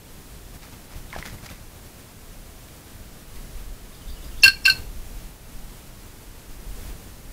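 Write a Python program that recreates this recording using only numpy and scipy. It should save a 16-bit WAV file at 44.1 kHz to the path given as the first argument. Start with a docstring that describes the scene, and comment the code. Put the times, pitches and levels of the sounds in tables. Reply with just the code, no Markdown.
"""A magpie-jay gives two short, loud yaps: two coupled oscillators whose sum and difference tones mix with rasp.
Before this it splashes out of a water basin in dry scrub: air pockets and small bubbles ring amid droplet noise,
and wingbeats push puffs of shaped noise. A faint twitter of gliding sines repeats until the yaps.
Discrete echoes and decaying diffuse noise stand for the trunks and rocks.
Light wind rumbles on a hissy microphone, and leaves stir softly."""
import sys
import numpy as np
from scipy import signal
from scipy.fft import rfft, irfft, next_fast_len
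from scipy.io import wavfile

SR = 44100
rng = np.random.default_rng(int(sys.argv[2]) if len(sys.argv) > 2 else 0)


def wav_out(sig):
    """Save sig, one row per channel (or a flat mono array), as 16-bit PCM at SR to the path in sys.argv[1]."""
    wavfile.write(sys.argv[1], SR, np.round(np.clip(np.atleast_2d(sig).T, -1, 1) * 32767).astype(np.int16))


N = 323099

# Spectra list frequency_hz, relative density_db (power per Hz); the shaped signal is brought to rms 1.
# wind turbulence on the microphone: frequency_hz, density_db
WIND_SPECTRUM = [(12, 2), (22, 1.5), (35, 0.5), (50, -1.5), (80, -19), (130, -21), (300, -30.5), (800, -46)]
# air and microphone hiss, also used for leaves: frequency_hz, density_db
AIR_SPECTRUM = [(35, -43), (60, -3.5), (91, -4), (265, -12), (343, -14.5), (413, -15), (546, -17.5),
                (657, -18), (738, -19.5), (1050, -22), (1630, -23.5), (3840, -27), (12300, -28),
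                (15500, -30)]
# air pushed by wings: frequency_hz, density_db
WING_SPECTRUM = [(45, -0.5), (90, -2.5), (200, -10), (500, -23.5), (1500, -27.5), (5000, -34.5)]
# droplets striking water: frequency_hz, density_db
SPRAY_SPECTRUM = [(300, -8), (700, -2), (1300, -4), (2100, -1), (3200, -7), (5000, -5), (8000, -13),
                  (15000, -18)]
# turbulent air in the throat: frequency_hz, density_db
RASP_SPECTRUM = [(300, -3), (850, -12), (1100, 1), (1350, -15), (1850, -5), (2350, 11.5), (3300, 1.5),
                 (5300, 9.5), (6600, -7), (8500, -2), (10500, 1), (12500, -18), (14200, -9), (16000, -20)]

# course of the wind: time_s, relative level_db
WIND_COURSE = [(0.0, -48.5), (0.3, -46.5), (0.35, -35), (0.39, -42), (0.86, -47), (0.96, -37), (1.14, -49),
               (1.16, -41), (1.94, -49), (2.43, -43), (2.9, -53), (3.0, -39), (3.24, -52), (3.38, -36),
               (3.49, -42), (3.57, -34), (4.02, -46.5), (4.1, -30.5), (4.16, -37.5), (4.39, -31.5),
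               (4.49, -39), (5.12, -32.5), (5.45, -46), (5.59, -32), (5.63, -37.5), (6.45, -48),
               (6.53, -32), (6.61, -43), (6.71, -26.5), (7.04, -42), (7.18, -44.5), (7.33, -37)]
# soft rushes, like dry leaves stirring: start_s, level_db, attack_s, hold_s, t60_s
LEAF_RUSTLES = [(3.3, -51, 0.09, 0.14, .8), (4.676, -41.5, 0.054, .03, 0.85), (5.55, -51, 0.13, .06, .9),
                (6.7, -44, 0.084, 0.12, 0.77)]
# wingbeats, and wing flicks with the yaps: start_s, level_db
WINGBEAT_TIMES = [(0.526, -38.5), (0.706, -43.5), (0.945, -39.5), (1.166, -37), (1.245, -38), (1.314, -37),
                  (1.417, -41), (1.493, -37), (4.45, -33.5), (4.70, -39.5), (4.76, -38)]
# spray thrown by wings and feet, then shaken off on the perch: start_s, level_db, attack_s, t60_s
SPRAY_BURSTS = [(.615, -46, .012, 0.34), (.72, -50, 0.015, 0.11), (.87, -50.5, 0.05, 0.6),
                (1.10, -45.5, .04, 1), (1.182, -42, .006, .06), (1.25, -38, 0.0064, 0.14),
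                (1.42, -46, 0.029, .1), (1.459, -41, .003, .05), (1.49, -45.5, 0.0087, 0.29),
                (2.68, -52, .004, .08), (3.355, -46.5, .004, .07)]
# air pockets in the basin: start_s, level_db, initial pitch_hz, t60_s
AIR_POCKETS = [(1.103, -36, 3520, .01), (1.129, -23.5, 2060, 0.014), (1.135, -30, 1010, 0.033),
               (1.141, -28, 1730, .015), (1.153, -29.5, 1600, .025), (1.163, -17, 713, 0.0098),
               (1.187, -29, 1300, 0.0096), (1.2263, -22, 1940, 0.013), (1.256, -23, 2120, 0.0031),
               (1.285, -33, 1900, .015), (1.385, -38, 2020, .018), (1.49, -34, 2300, 0.02)]
# echoes from ground, rocks and trunks: delay_s, relative level_db
ECHO_PATHS = [(.0085, -27), (0.014, -14.5), (0.0209, -18), (.033, -31), (0.054, -29.5)]
# repeats of the twitter phrase: start_s, strength_db added to each note
TWITTER_REPEATS = [(3.915, -2.5), (4.066, 1.5), (4.211, 0.5), (4.366, 2)]
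# notes of the phrase: delay_s, length_s, start_hz, end_hz, relative level_db
TWITTER_NOTES = [(0, .04, 3680, 3580, -51), (0.031, .011, 5000, 4470, -45.5), (.04, .035, 4850, 4900, -56),
                 (.095, 0.027, 3090, 2750, -50)]
# thin slurs into the yaps and a soft one between them: start_s, length_s, start_hz, end_hz, level_db
LEAD_IN_SLURS = [(4.421, 0.011, 6560, 5700, -28.5), (4.425, 0.0085, 5550, 5270, -23),
                 (4.553, 0.028, 2450, 2280, -44), (4.641, 0.015, 5800, 4340, -30)]
# overtones of the low voice: multiple, level_db relative to the low voice
LOW_VOICE_OVERTONES = [(2, -22.5), (3, -22), (4, -35.5), (5, -28), (7, -28), (9, -21)]
# tones from coupled voices: low_multiple, high_multiple, level_db relative to the high voice
COUPLING_TONES = [(-1, 1, -24), (3, -1, -25), (2, 0, -29), (-1, 2, -30), (3, 0, -16), (0, 2, -15),
                  (2, 1, -29), (1, 2, -21.5), (2, 2, -33), (1, 3, -31), (0, 4, -44), (2, 3, -46),
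                  (1, 4, -30), (2, 4, -25)]
# yaps: start_s, length_s, base low_hz, base high_hz, first_half_strength_db, second_half_strength_db,
# relative constant_rasp_db
YAP_CALLS = [(4.4332, 0.049, 1571, 2651, 0, 0.5, -28.5), (4.6523, 0.063, 1536, 2617, -5.5, -1.5, -35.5)]
# strokes of every yap (both voices, high, low, both again): delay_s, attack_s, hold_s, t60_s,
# relative low_voice_db, high_voice_db, sum_tone_db, rasp_db; high_pitch_lift (share)
YAP_STROKES = [(0, 0.0027, .008, 0.02, -19.5, -6, -8.5, -22, 0.022),
               (.008, .003, 0.01, .02, -26, -8.5, -24, -38, 0.023),
               (0.023, .006, .003, .08, -8, -33, -26, -42, .025),
               (0.045, 0.002, 0.0028, .05, -15.5, -12, -7.5, -31, 0.048)]

TIME = np.arange(N) / SR
AIR_DB = -45  # steady air and microphone hiss, before its flicker
DOWNSTROKE_S = 0.052
BUBBLES_PER_S, BUBBLE_CYCLES, BUBBLES_DB = 250, 16, -6  # total rate, cycles per 60 dB fall, level re droplets
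STEM_SCATTER_HZ = 1500  # thin stems scatter little below this
LOW_OVERSHOOT, LOW_SETTLE_S = 0.075, 0.017  # the low voice starts sharp by this share and settles
GROWL = 0.18  # in the first stroke every other beat between the voices is stronger by this share
RELEASE_T60_S = 0.092  # end of a yap
CUTOFF_HZ = 15650


def from_db(db):
    """An amplitude ratio is ten to the power of its level over twenty."""
    return 10 ** (np.asarray(db) / 20)


def rms_one(x):
    """Division by the root mean square normalises signal power."""
    return x / np.sqrt(np.mean(x ** 2) + 1e-20)


def shaped(x, spectrum):
    """Linear filtering multiplies each frequency component by a gain; rms 1."""
    hz, density_db = np.transpose(spectrum)
    size = next_fast_len(N)
    bins = np.maximum(np.arange(size // 2 + 1) * SR / size, 1)
    gain = from_db(np.interp(np.log(bins), np.log(hz), density_db))
    gain *= np.minimum(bins / hz[0], 1) ** 2  # falls away below the first frequency
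    return rms_one(irfft(rfft(x, size) * gain, size)[:N])


def noise(spectrum):
    """Turbulence is a random pressure with a characteristic spectrum; rms 1."""
    return shaped(rng.standard_normal(N), spectrum)


def drift(rate_hz):
    """Low-passed white noise wanders no faster than its bandwidth; rms 1."""
    lowpass = signal.butter(2, min(rate_hz, SR / 4), fs=SR, output="sos")
    wander = signal.sosfilt(lowpass, rng.standard_normal(N + SR))
    return rms_one(wander[SR:])  # drop the filter's first second


def phase_of(hz):
    """Phase is the time integral of angular frequency."""
    return 2 * np.pi * np.cumsum(hz) / SR


def swell(age, attack, hold, t60):
    """An excited source rises linearly, holds, then decays exponentially."""
    rise = np.clip(age / attack, 0, 1)
    return rise * from_db(-60 * np.clip((age - attack - hold) / t60, 0, 4))


def wind(wind_db, lumpy_db):
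    """Turbulent pressure at a microphone makes a low rumble of fluctuating level."""
    time_s, level_db = np.transpose(WIND_COURSE)
    gust_db = np.interp(TIME, np.sort(time_s), level_db)
    return from_db(gust_db + wind_db + lumpy_db * drift(6.7)) * noise(WIND_SPECTRUM)


def air_and_leaves(flicker_db):
    """Independent noises add in power: steady hiss and leaf rushes share one spectrum."""
    leaves = sum(from_db(db) * swell(TIME - s, attack, hold, t60)
                 for s, db, attack, hold, t60 in LEAF_RUSTLES)
    level = np.hypot(from_db(AIR_DB), leaves)
    return level * from_db(flicker_db * drift(5.3)) * noise(AIR_SPECTRUM)


def scrub(x, echo_db, scatter_db, scatter_t60, tail_db, tail_t60, dull_hz):
    """Reflection and multiple scattering add delayed copies, quick scatter and a wood tail to direct sound."""
    age = np.arange(SR * 3 // 4) / SR
    response = np.zeros(len(age))
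    for db, t60 in ((scatter_db, scatter_t60), (tail_db, tail_t60)):
        decay = np.exp(-np.log(1000) * age / t60)
        diffuse = rng.standard_normal(len(age)) * decay * np.minimum(age / 0.027, 1)
        response += from_db(db) * diffuse / np.sqrt(np.sum(diffuse ** 2))
    highpass = signal.butter(1, STEM_SCATTER_HZ, "high", fs=SR, output="sos")
    response = signal.sosfilt(highpass, response)
    for delay, db in ECHO_PATHS:
        response[round(delay * SR)] += from_db(db + echo_db)
    lowpass = signal.butter(1, min(dull_hz, SR * 0.45), fs=SR, output="sos")
    response = signal.sosfilt(lowpass, response)
    return x + signal.fftconvolve(x, response)[:N]


def slurs(rows, waver):
    """Frequency modulation of a sine gives whistles that swell, glide and fade."""
    out = np.zeros(N)
    wobble = 1 + waver * drift(300)
    for s, length, start_hz, end_hz, db in rows:
        span = round(s * SR) + np.arange(round(length * SR))
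        pitch = np.geomspace(start_hz, end_hz, len(span)) * wobble[span]
        envelope = np.sin(np.linspace(0, np.pi, len(span)))
        out[span] += from_db(db) * envelope * np.sin(phase_of(pitch))
    return out


def twitter(waver):
    """Repetition of a gliding tone pattern forms a phrase whose strength varies."""
    rows = [(s + delay, length, start_hz, end_hz, db + strength_db)
            for s, strength_db in TWITTER_REPEATS
            for delay, length, start_hz, end_hz, db in TWITTER_NOTES]
    return slurs(rows, waver)


def wings():
    """Each downstroke displaces air: a half-sine push modulates turbulence."""
    push = sum(from_db(db) * np.sin(np.pi * np.clip((TIME - s) / DOWNSTROKE_S, 0, 1))
               for s, db in WINGBEAT_TIMES)
    return push * noise(WING_SPECTRUM)


def bubbles(low_hz, high_hz, count):
    """Bubbles resonate by size and lose a fixed share of amplitude per cycle; rms 1."""
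    out = np.zeros(N)
    age = np.arange(SR // 30) / SR
    for hz in np.geomspace(low_hz, high_hz, count):
        born = rng.standard_normal(N) * (rng.random(N) < BUBBLES_PER_S / count / SR)
        ring = np.sin(2 * np.pi * hz * age) * from_db(-60 * age * hz / BUBBLE_CYCLES)
        out += signal.oaconvolve(born, ring)[:N]
    return rms_one(out)


def spray(drops_per_s, size_db):
    """Random impacts of uneven droplets make shot noise, and trapped bubbles ring with it."""
    sizes = from_db(size_db * np.minimum(rng.exponential(1, N), 4)) * rng.choice([-1, 1], N)
    drops = sizes * (rng.random(N) < drops_per_s / SR)
    thrown = sum(from_db(db) * swell(TIME - s, attack, 0, t60) for s, db, attack, t60 in SPRAY_BURSTS)
    ringing = from_db(BUBBLES_DB) * bubbles(low_hz=920, high_hz=3200, count=9)
    return thrown * (shaped(drops, SPRAY_SPECTRUM) + ringing)


def plops(rise):
    """Trapped air pockets are damped resonators, rising in pitch as they surface."""
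    out = np.zeros(N)
    age = np.arange(SR // 20) / SR
    for s, db, hz, t60 in AIR_POCKETS:
        fade = np.exp(-np.log(1000) * age / t60)
        ring = np.sin(phase_of(hz * (1 + rise * (1 - fade))))
        out[round(s * SR) + np.arange(len(age))] += from_db(db) * fade * ring
    return out


def yap(row, low_jitter, high_jitter, shimmer_db, flutter_db, rasp_db):
    """Nonlinear coupling of the two sides of the syrinx yields overtones and sum and difference tones."""
    s, length, low_hz, high_hz, first_db, second_db, hoarse_db = row
    age = TIME - s
    efforts = np.array([swell(age - delay, attack, hold, t60)
                        for delay, attack, hold, t60, *_ in YAP_STROKES])
    *levels_db, lift = np.transpose(YAP_STROKES)[4:]
    strength_db = np.array([first_db, first_db, second_db, second_db])
    low_gain, high_gain, sum_gain, rasp_gain = from_db(levels_db + strength_db) @ efforts

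    settling = 1 + LOW_OVERSHOOT * np.exp(-np.maximum(age, 0) / LOW_SETTLE_S)
    low = phase_of(low_hz * settling * (1 + low_jitter * drift(516)))
    high = phase_of(high_hz * (1 + lift @ efforts) * (1 + high_jitter * drift(352)))

    low_voice = np.sin(low) + sum(from_db(db) * np.sin(round(k) * low) for k, db in LOW_VOICE_OVERTONES)
    high_voice = np.sin(high) + sum(from_db(db) * np.sin(round(j) * low + round(k) * high)
                                    for j, k, db in COUPLING_TONES)
    high_and_sum = high_gain * high_voice + sum_gain * np.sin(low + high)
    voice = low_gain * low_voice + high_and_sum * from_db(flutter_db * drift(210))
    voice *= 1 + GROWL * efforts[0] * np.cos((high - low) / 2)

    rasp = (rasp_gain + from_db(hoarse_db)) * from_db(rasp_db) * noise(RASP_SPECTRUM)
    envelope = swell(age, 0.00095, length, RELEASE_T60_S)
    return envelope * (voice * from_db(shimmer_db * drift(650)) + rasp)


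def scene():
    """Superposition: near and far sources with their scattered sound, wings, wind and hiss add linearly."""
    background = wind(wind_db=-0.5, lumpy_db=1.5) + air_and_leaves(flicker_db=0.62)
    # from farther off the scattered sound outweighs the direct one
    far = scrub(twitter(waver=0.056), echo_db=5.0, scatter_db=-1.0, scatter_t60=0.17,
                tail_db=-5, tail_t60=0.45, dull_hz=9000)
    water = plops(rise=0.06) + spray(drops_per_s=1300, size_db=2.5)
    jay = sum(yap(row, low_jitter=0.00705, high_jitter=0.014, shimmer_db=0.45, flutter_db=1.1, rasp_db=0.5)
              for row in YAP_CALLS)
    near = scrub(jay + slurs(LEAD_IN_SLURS, waver=0.012) + water, echo_db=-0.5, scatter_db=-16.0,
                 scatter_t60=0.22, tail_db=-29.5, tail_t60=0.5, dull_hz=16000)
    return (near + from_db(-0.5) * far + wings() + background)[None]


def record(dry):
    """Amplitude limiting clips the loudest peaks; a steep low-pass then removes the top."""
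    steep = signal.ellip(14, 0.1, 90, CUTOFF_HZ, fs=SR, output="sos")
    return signal.sosfilt(steep, np.clip(dry, -0.92, 0.92))


dry = scene()
out = record(dry)
wav_out(out)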